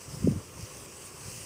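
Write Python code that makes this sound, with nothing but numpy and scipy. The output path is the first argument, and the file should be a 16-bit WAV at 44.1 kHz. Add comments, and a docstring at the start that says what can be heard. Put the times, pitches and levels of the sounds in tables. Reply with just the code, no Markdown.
"""Rice leaves hiss in an open field, brushing each other and swelling with the breeze.
A strung ribbon flutters in the same breeze with flurries of tiny ticks.
Air rumbles on the microphone; early on, a quick run of eddies buffets it with dull thumps.
Behind it all lies the far rush of open country, with a faint wavering drone."""
import sys
import numpy as np
from scipy import signal
from scipy.fft import rfft, irfft, next_fast_len
from scipy.io import wavfile
from scipy.ndimage import uniform_filter1d, map_coordinates

SR = 44100
rng = np.random.default_rng(int(sys.argv[2]) if len(sys.argv) > 2 else 0)


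def waveform_to_disk(signal):
    """Save audio, clipped to [-1, 1], as 16-bit WAV at the path in sys.argv[1]."""
    frames = np.transpose(np.atleast_2d(signal))
    scaled = np.clip(frames, -1, 1) * 32767
    samples = np.round(scaled).astype(np.int16)
    wavfile.write(sys.argv[1], SR, samples)


N = 63945

# breeze strength, drives leaves and ribbon: t/s, relative level/dB
BREEZE_LEVEL = [(0.0, -52.5), (0.012, -47.5), (0.084, -51.5), (0.096, -47.5), (0.21, -48), (0.358, -52),
                (0.524, -52), (0.596, -48.5), (0.86, -48.5), (0.864, -51.5), (1.02, -48.5), (1.058, -46),
                (1.118, -51.5), (1.304, -43.5), (1.45, -45.5)]
# leaf hiss: f/Hz, relative level/dB
LEAF_SPECTRUM = [(600, -14), (1500, -8.5), (2200, -6.5), (2750, -2), (3100, -6), (3500, -13.5),
                 (4100, -11.5), (5000, -2), (6300, -0.5), (7100, -5), (8000, 1.5), (9200, -3),
                 (10500, -6.5), (11200, -20), (13000, -11.5), (15500, -12.5)]


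def leaves(gain_db=0.5):
    """Countless blades brush each other, louder as the breeze rises."""
    flicker_db = 0.18 * wobble(knots_per_s=29.6)
    hiss = coloured(patchy_noise(spread_db=1.85), LEAF_SPECTRUM)
    return amp(curve(BREEZE_LEVEL) + gain_db + flicker_db) * hiss


# ribbon ticks: f/Hz, relative level/dB
RIBBON_SPECTRUM = [(800, -32), (2700, -1), (3700, -17), (5200, 0.5), (8200, -1), (10300, -8), (11200, -11),
                   (15500, -16)]


def ribbon(gain_db=-11, snaps_per_s=330, decay_s=0.00049, spread_db=6.5, flurry_db=2.5):
    """Tiny snaps of uneven size come in flurries as the ribbon flaps."""
    onsets = rng.random(N) < snaps_per_s / SR
    sizes = amp(spread_db * np.clip(rng.standard_normal(N), -2, 2))
    decay = np.exp(-np.arange(SR // 50) / SR / decay_s)
    envelope = signal.fftconvolve(onsets * sizes, decay)[:N]
    ticks = envelope * rng.standard_normal(N)
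    flurries = amp(flurry_db * wobble(knots_per_s=24.67))
    return amp(curve(BREEZE_LEVEL) + gain_db) * coloured(ticks * flurries, RIBBON_SPECTRUM)


# air flow over the microphone: t/s, relative level/dB
FLOW_LEVEL = [(0, -60), (.05, -62), (.085, -40.5), (.12, -50), (.15, -43.5), (.2, -44.5), (.225, -34.5),
              (.25, -34), (.31, -33.5), (.34, -33.5), (.375, -40), (.41, -46.5), (.49, -57.5), (.6, -44.5),
              (.68, -57.5), (.85, -51.5), (.93, -55.5), (1.1, -55.5), (1.19, -53.5), (1.3, -48),
              (1.35, -52), (1.45, -53)]
# flow rumble: f/Hz, relative level/dB
RUMBLE_SPECTRUM = [(20, -20), (35, -22), (55, -4.5), (95, 2), (150, -1.5), (230, -12), (350, -13),
                   (520, -22.5), (680, -28.5), (2000, -84)]


def flow_rumble(gain_db=0.5):
    """Air flowing over the microphone makes a low rumble that follows the flow."""
    rumble = coloured(rng.standard_normal(N), RUMBLE_SPECTRUM)
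    return amp(curve(FLOW_LEVEL) + gain_db) * rumble


# eddies: t/s, envelope peak level/dB, f/Hz, 1/e half-width/s
EDDIES = [(.143, -32, 143, 0.011), (.174, -31.5, 142, 0.0058), (.247, -14, 184, 0.0044),
          (.263, -21.5, 243, 0.0047), (0.275, -9.5, 311, 0.0014), (.283, -14, 210, 0.0058),
          (.296, -24.5, 132, 0.021), (0.313, -18, 171, 0.0034), (0.323, -24, 248, 0.0014),
          (.364, -23.5, 170, 0.0025), (0.37, -33, 105, 0.015), (.637, -32, 97, 0.0079),
          (1.286, -37, 115, 0.0068), (1.382, -37, 120, 0.0031)]


def eddy_thumps():
    """Each eddy hits the microphone and briefly swings the pressure back and forth."""
    thumps = np.zeros(N)
    for centre_s, peak_db, hz, half_width_s in EDDIES:
        t = np.arange(N) / SR - centre_s
        envelope = amp(peak_db) * np.exp(-(t / half_width_s) ** 2)
        thumps += envelope * np.cos(2 * np.pi * (hz * t + rng.random()))
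    return thumps


# far rush: t/s, level/dB
RUSH_LEVEL = [(0, -54), (.25, -50.5), (.6, -52), (1.05, -51.5), (1.3, -50), (1.45, -52)]
# far rush: f/Hz, relative level/dB
RUSH_SPECTRUM = [(100, -6), (250, -3.5), (350, 1), (480, -0.5), (600, -3.5), (720, -8.5), (860, -7),
                 (1080, -2.5), (1250, -6), (1500, -13), (2600, -15), (3600, -21), (8000, -27)]


def far_rush(drone_hz=511.5, drone_width_hz=10.3, drone_db=-12):
    """The rush of open country grows a little; a narrow noise band in it wavers as a faint drone."""
    drift_db = 0.46 * wobble(knots_per_s=8.77)
    rush = amp(drift_db) * coloured(patchy_noise(spread_db=1.5), RUSH_SPECTRUM)
    noise = rng.standard_normal(N)
    drone = unit(filtered(noise, lambda hz: np.exp(-((hz - drone_hz) / drone_width_hz) ** 2)))
    return amp(curve(RUSH_LEVEL)) * (rush + amp(drone_db) * drone)


def amp(db):
    """Decibels to gain."""
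    return 10 ** (np.asarray(db) / 20)


def unit(x):
    """x at rms 1."""
    return x / np.sqrt(np.mean(x ** 2) + 1e-20)


def curve(rows):
    """(t/s, value) points as one value per sample."""
    return np.interp(np.arange(N) / SR, *np.transpose(rows))


def wobble(knots_per_s):
    """Smooth random curve, rms about 1."""
    return map_coordinates(rng.standard_normal(400), [np.arange(N) * knots_per_s / SR], mode="wrap")


def filtered(x, response):
    """x filtered by the gain response(f/Hz)."""
    n_fft = next_fast_len(N + 8192)
    hz = np.fft.rfftfreq(n_fft, 1 / SR)
    return irfft(rfft(x, n_fft) * response(hz), n_fft)[:N]


def coloured(x, spectrum):
    """x shaped by (f/Hz, level/dB) points, at rms 1."""
    f, db = np.transpose(spectrum)
    return unit(filtered(x, lambda hz: amp(np.interp(np.log(hz + 1), np.log(f + 1), db))))


def patchy_noise(spread_db):
    """White noise with random patches of gain in frequency and time."""
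    bins = signal.stft(rng.standard_normal(N), nperseg=512)[2]
    patches = uniform_filter1d(rng.standard_normal(bins.shape), size=6, axis=0)
    patches = uniform_filter1d(patches, size=14, axis=1)
    return signal.istft(bins * amp(spread_db * unit(patches)), nperseg=512)[1][:N]


def scene():
    """The field and the wind on the microphone, in mono."""
    return (far_rush() + leaves() + ribbon() + flow_rumble() + eddy_thumps())[None]


def record(dry, low_cut_hz=43, top_hz=15600):
    """The recorder thins the deep bass and keeps nothing above its band limit."""
    def passband(hz):
        return (hz < top_hz) * hz ** 3 / np.hypot(hz ** 3, low_cut_hz ** 3)
    return np.array([filtered(channel, passband) for channel in dry])


dry = scene()
out = record(dry)
waveform_to_disk(out)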